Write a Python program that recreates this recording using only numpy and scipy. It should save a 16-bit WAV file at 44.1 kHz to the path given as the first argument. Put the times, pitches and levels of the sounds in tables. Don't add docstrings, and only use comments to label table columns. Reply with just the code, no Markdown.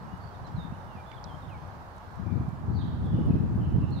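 import sys
import numpy as np
from scipy import signal
from scipy.fft import rfft, irfft, next_fast_len
from scipy.io import wavfile
from scipy.ndimage import uniform_filter1d, map_coordinates

SR = 44100
rng = np.random.default_rng(int(sys.argv[2]) if len(sys.argv) > 2 else 0)


def int16_out(signal):
    q = np.round(np.clip(np.atleast_2d(signal).T, -1, 1) * 32767)
    wavfile.write(sys.argv[1], SR, q.astype(np.int16))


N = 176400

# t/s, left/dB, right/dB
GUSTS = [(0.0, -37.5, -42), (0.15, -41.5, -44.5), (0.38, -43, -47), (0.57, -33.5, -37.5), (0.68, -36, -44),
         (0.8, -44.5, -43.0), (1.02, -48.5, -49.5), (1.3, -38.5, -57), (1.49, -48.5, -34), (1.63, -38, -54),
         (1.85, -49.5, -45.5), (2.1, -45.5, -53), (2.22, -29.5, -46), (2.36, -24.5, -46),
         (2.41, -31.5, -32), (2.56, -39, -35), (2.69, -27, -30), (2.95, -30.5, -28), (3.169, -20.5, -24.5),
         (3.35, -24.5, -22.5), (3.491, -26, -29.5), (3.749, -26, -21.5), (4.0, -30.5, -30)]
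# f/Hz, relative level/dB
RUMBLE_TONE = [(20, -32), (40, -11.5), (75, 2), (125, 2), (175, -1), (290, -11.5), (450, -26), (700, -48.5),
               (2000, -120)]
FLUTTER_TONE = [(100, -16), (200, -1.5), (320, -1.5), (500, -13), (900, -29.5), (2000, -56), (5000, -86),
                (12000, -120)]
# t/s, level/dB, f/Hz, side/dB (side is always left minus right)
SWIRLS = [(.141, -35.5, 144, 20), (.257, -35, 130, 13), (.551, -26.5, 121, -6), (.584, -30.5, 137, 23),
          (.653, -36, 171, 20), (.707, -35.5, 120, 16), (.726, -30, 163, -11.5), (.955, -38, 164, -17.5),
          (2.2, -33.5, 150, 22), (2.404, -23.5, 116, -10), (2.411, -26, 240, 9), (2.487, -28.5, 140, -13),
          (3.025, -25, 140, 8), (3.12, -22, 170, 4), (3.148, -19, 130, 6), (3.19, -23, 360, -3),
          (3.213, -24, 241, -10), (3.308, -21, 188, 20), (3.408, -20.5, 139, 19.5), (3.56, -23, 180, 12),
          (3.786, -15, 140, 0)]
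# f/Hz, relative level/dB
ROAD_TONE = [(30, -1), (90, 9.5), (200, -9.5), (400, -7.5), (600, -3.5), (850, 2), (1050, -2), (1300, -6),
             (1650, -9), (2050, -18), (3000, -40), (6000, -55.5), (12000, -120)]
# f/Hz, likeness (1 = the same)
ROAD_LIKENESS = [(100, 1), (300, 0.97), (640, .72), (1000, 0.29), (1400, -0.22), (3000, 0.1)]
# f/Hz, side/dB
ROAD_BALANCE = [(100, 5.5), (380, -8), (700, -3), (1290, -9), (2400, 2.5)]
# t/s, level/dB
ROAD_LOUDNESS = [(0, -45), (1.2, -45), (2.5, -46), (4, -46.5)]
# t/s, length/s, start f/Hz, held f/Hz, end f/Hz, base level/dB, side/dB
NEAR_PEEPS = [(.05, 0.13, 3000, 2770, 2930, -69.5, 9), (.337, 0.032, 3920, 3800, 3520, -69, -19),
              (.444, 0.027, 4380, 3890, 4120, -68, -26.5), (.558, 0.11, 4380, 3620, 3610, -59, -14.5),
              (.712, .05, 2420, 2570, 3000, -65, -3), (.764, .018, 2750, 2500, 2330, -67, 9),
              (.87, 0.1, 2950, 2950, 2640, -70, 18), (.957, 0.064, 2570, 2415, 2350, -57, -2),
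              (1.06, 0.094, 3460, 3510, 3550, -62.5, -16), (1.154, 0.0334, 3630, 3620, 3100, -61, -1),
              (1.266, 0.034, 3310, 3470, 3320, -57, 1), (1.295, 0.06, 3220, 3160, 3160, -58.5, 7),
              (1.416, 0.044, 3930, 3540, 3630, -67, -16), (1.474, 0.11, 4050, 2480, 2116, -58.5, -1)]
FAR_WHISTLES = [(.192, 0.062, 4700, 4420, 4520, -66.5, -8), (2.245, 0.078, 2490, 2290, 2374, -62.5, -1),
                (2.728, 0.036, 4420, 4760, 4520, -59.5, -9), (2.752, 0.055, 4550, 4100, 3620, -57, -8.5),
                (2.805, 0.026, 3520, 3390, 2985, -56.5, -9), (3.035, .04, 3775, 3450, 3230, -61.5, -9),
                (3.115, 0.087, 3150, 2920, 2810, -62, 4), (3.28, 0.05, 2830, 2570, 2493, -60, -5.5),
                (3.36, .05, 3950, 3850, 3790, -73, -8), (3.6, .07, 3300, 2993, 2700, -60.5, -4),
                (3.785, 0.078, 2805, 2724, 2713, -58.5, 0), (3.905, 0.097, 4450, 4215, 3560, -57, -11)]
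# f/Hz, time to fade by 60 dB/s
ECHO_FADE = [(500, 1.1), (3000, 1.3), (5000, .8), (10000, 0.29)]
# t/s, base level/dB, centre f/Hz, width/octaves, time to fade by 60 dB/s, side/dB
STALK_SNAPS = [(.176, -70, 7000, .9, 0.033, 15), (.468, -61, 4140, 0.46, 0.25, -3),
               (1.116, -42.5, 1690, 0.77, 0.02, -7), (1.128, -47, 2170, 0.1, .03, 4),
               (1.2415, -40.5, 5050, .24, .012, -5.5), (1.249, -53, 3880, 0.11, 0.022, -4),
               (1.6247, -61, 8000, 1, .006, -2), (1.6746, -67, 11200, 0.98, 0.018, 2),
               (1.962, -66, 10000, .5, 0.044, 6), (1.9814, -58, 6000, .5, .014, -2),
               (3.0545, -70.5, 6500, .9, 0.06, 9.5), (3.2615, -59, 9000, .45, .014, 3),
               (3.6546, -80, 6300, .3, .025, -3), (3.7249, -77, 8000, 0.93, .03, 18)]
# f/Hz, relative level/dB
REED_TONE = [(1000, -2), (2300, -0.5), (4300, -3.5), (5500, -7), (7000, -12), (9000, -15.5), (12000, -15),
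             (15500, -18.5)]
# f/Hz, side/dB
REED_BALANCE = [(2400, 0), (4400, -2.4), (8000, 1.1), (15000, 2.2)]
# t/s, level/dB
REED_LOUDNESS = [(0, -63.5), (1.5, -62.5), (2.6, -64.5), (4, -64)]


def wind():
    times, *openings = np.transpose(GUSTS)
    gust_db = np.array([curve(np.c_[times, db]) for db in openings])
    swirls = np.array([wobble(per_second=49), wobble(per_second=45)])
    rumble = unit(gain(2.5 * swirls) * noise(RUMBLE_TONE, likeness=[(100, .05)], patchy_db=.5))
    flutter = unit(gain(3.5 * swirls) * noise(FLUTTER_TONE, likeness=[(300, .035)], patchy_db=2.5))
    strong_gust_db, flutter_growth = -27, 2.14
    flutter_db = -43.5 + flutter_growth * (gust_db - strong_gust_db)
    return rumble * gain(gust_db - 1) + flutter * gain(flutter_db)


def thumps():
    out, t = np.zeros((2, N)), np.arange(-SR // 20, SR // 20) / SR
    width_cycles = .45
    for (when, db, hz, side_db), phase in zip(SWIRLS, rng.random(len(SWIRLS))):
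        swell = np.exp(-.5 * (t * hz / width_cycles) ** 2)
        swing = np.sin(2 * np.pi * (hz * t + phase))
        add(out, when + t[0], pan(side_db) * gain(db) * swell * swing)
    return out


def road():
    tyres = noise(ROAD_TONE, ROAD_LIKENESS, patchy_db=.57)
    hum = filtered(tyres, lambda hz: pan(look_up(ROAD_BALANCE, hz)))
    return unit(hum) * gain(curve(ROAD_LOUDNESS))


def birds():
    near = bird_notes(NEAR_PEEPS, settle=.19, bend_power=1.2, fade=.098, waver=.01)
    far = bird_notes(FAR_WHISTLES, settle=.3, bend_power=1.39, fade=.25, waver=.035)
    return near + gain(-3.5) * far + tree_echo(gain(-11) * near + gain(1) * far)


def bird_notes(rows, settle, bend_power, fade, waver):
    out = np.zeros((2, N))
    rise_db, flicker_db = 4, 2.35
    for when, length, start_hz, held_hz, end_hz, db, side_db in rows:
        n = int(length * SR)
        progress = np.linspace(0, 1, n)
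        hz = held_hz + (start_hz - held_hz) * np.exp(-progress / settle)
        hz += (end_hz - held_hz) * progress ** bend_power
        hz *= 1 + waver * wobble(per_second=317)[:n]
        tone = np.sqrt(2) * np.sin(2 * np.pi * np.cumsum(hz) / SR)
        swell = np.sin(np.pi / 2 * np.clip(np.minimum(progress, 1 - progress) / fade, 0, 1))
        level = gain(db + rise_db * (progress - 1.5) + flicker_db * wobble(per_second=90)[:n])
        add(out, when, pan(side_db) * level * swell * tone)
    return out


def tree_echo(sound):
    hz, t, bands = signal.stft(rng.standard_normal((2, SR)), SR, nperseg=256)
    tail = signal.istft(bands * gain(-60 * t / look_up(ECHO_FADE, hz)[:, None]))[1]
    return signal.fftconvolve(sound, tail / np.linalg.norm(tail[0]), axes=1)[:, :N]


def stalks():
    out, t = np.zeros((2, N)), np.arange(-SR // 50, SR // 5) / SR
    hz = np.fft.rfftfreq(len(t), 1 / SR) + 1
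    tick_count, tick_db, tick_hz, tick_fade_s = 40, -70.5, 7900, .007
    ticks = [(at * N / SR, tick_db - 4 * np.log(1 - loud), tick_hz * 2 ** (high - .5), 1, tick_fade_s, 0)
             for at, loud, high in rng.random((tick_count, 3))]
    for when, db, centre_hz, octaves, fade_s, side_db in STALK_SNAPS + ticks:
        snap = rng.standard_normal((2, len(t))) * (t >= 0) * gain(-60 * abs(t) / fade_s)
        tone = unit(np.exp(-.5 * (np.log2(hz / centre_hz) / octaves) ** 2))
        add(out, when + t[0], pan(side_db) * gain(db) * irfft(rfft(snap) * tone))
    return out


def reeds():
    air = noise(REED_TONE, likeness=[(3000, .032)], patchy_db=1.45)
    hiss = filtered(air, lambda hz: pan(look_up(REED_BALANCE, hz)))
    return unit(hiss) * gain(curve(REED_LOUDNESS) + .28 * wobble(per_second=10))


def noise(tone, likeness, patchy_db):
    def shape(hz):
        angle = np.arccos(np.clip(look_up(likeness, hz), -1, 1)) / 2
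        return gain(look_up(tone, hz)) * [np.cos(angle), np.sin(angle)]

    bands = signal.stft(rng.standard_normal((2, N)), nperseg=512)[2]
    patches = uniform_filter1d(rng.standard_normal(bands.shape[1:]), size=5, axis=0)
    patches = uniform_filter1d(patches, size=16, axis=1)
    pair = signal.istft(bands * gain(patchy_db * unit(patches)))[1][:, :N]
    shared, opposite = filtered(pair, shape)
    return unit(np.array([shared + opposite, shared - opposite]))


def gain(db):
    return 10 ** (np.asarray(db) / 20)


def unit(x):
    return x / np.sqrt(np.mean(x ** 2) + 1e-20)


def look_up(rows, hz):
    f, values = np.transpose(rows)
    return np.interp(np.log(hz + 1), np.log(f + 1), values)


def curve(rows):
    return np.interp(np.arange(N) / SR, *np.transpose(rows))


def wobble(per_second):
    points = rng.standard_normal(int(N * per_second / SR) + 4)
    return map_coordinates(points, [np.arange(N) * per_second / SR])


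def pan(side_db):
    return gain(np.array([[.5], [-.5]]) * side_db)


def filtered(sound, response):
    size = next_fast_len(N + SR // 2)
    return irfft(rfft(sound, size) * response(np.fft.rfftfreq(size, 1 / SR)), size)[..., :N]


def add(out, start_s, sound):
    part = out[:, max(round(start_s * SR), 0):][:, :sound.shape[-1]]
    part += sound[..., :part.shape[1]]


def scene():
    return wind() + thumps() + road() + reeds() + birds() + stalks()


def record(dry):
    bass_hz, top_hz = 21, 15750
    return filtered(dry, lambda hz: (hz < top_hz) * hz ** 2 / np.hypot(hz ** 2, bass_hz ** 2))


dry = scene()
out = record(dry)
int16_out(out)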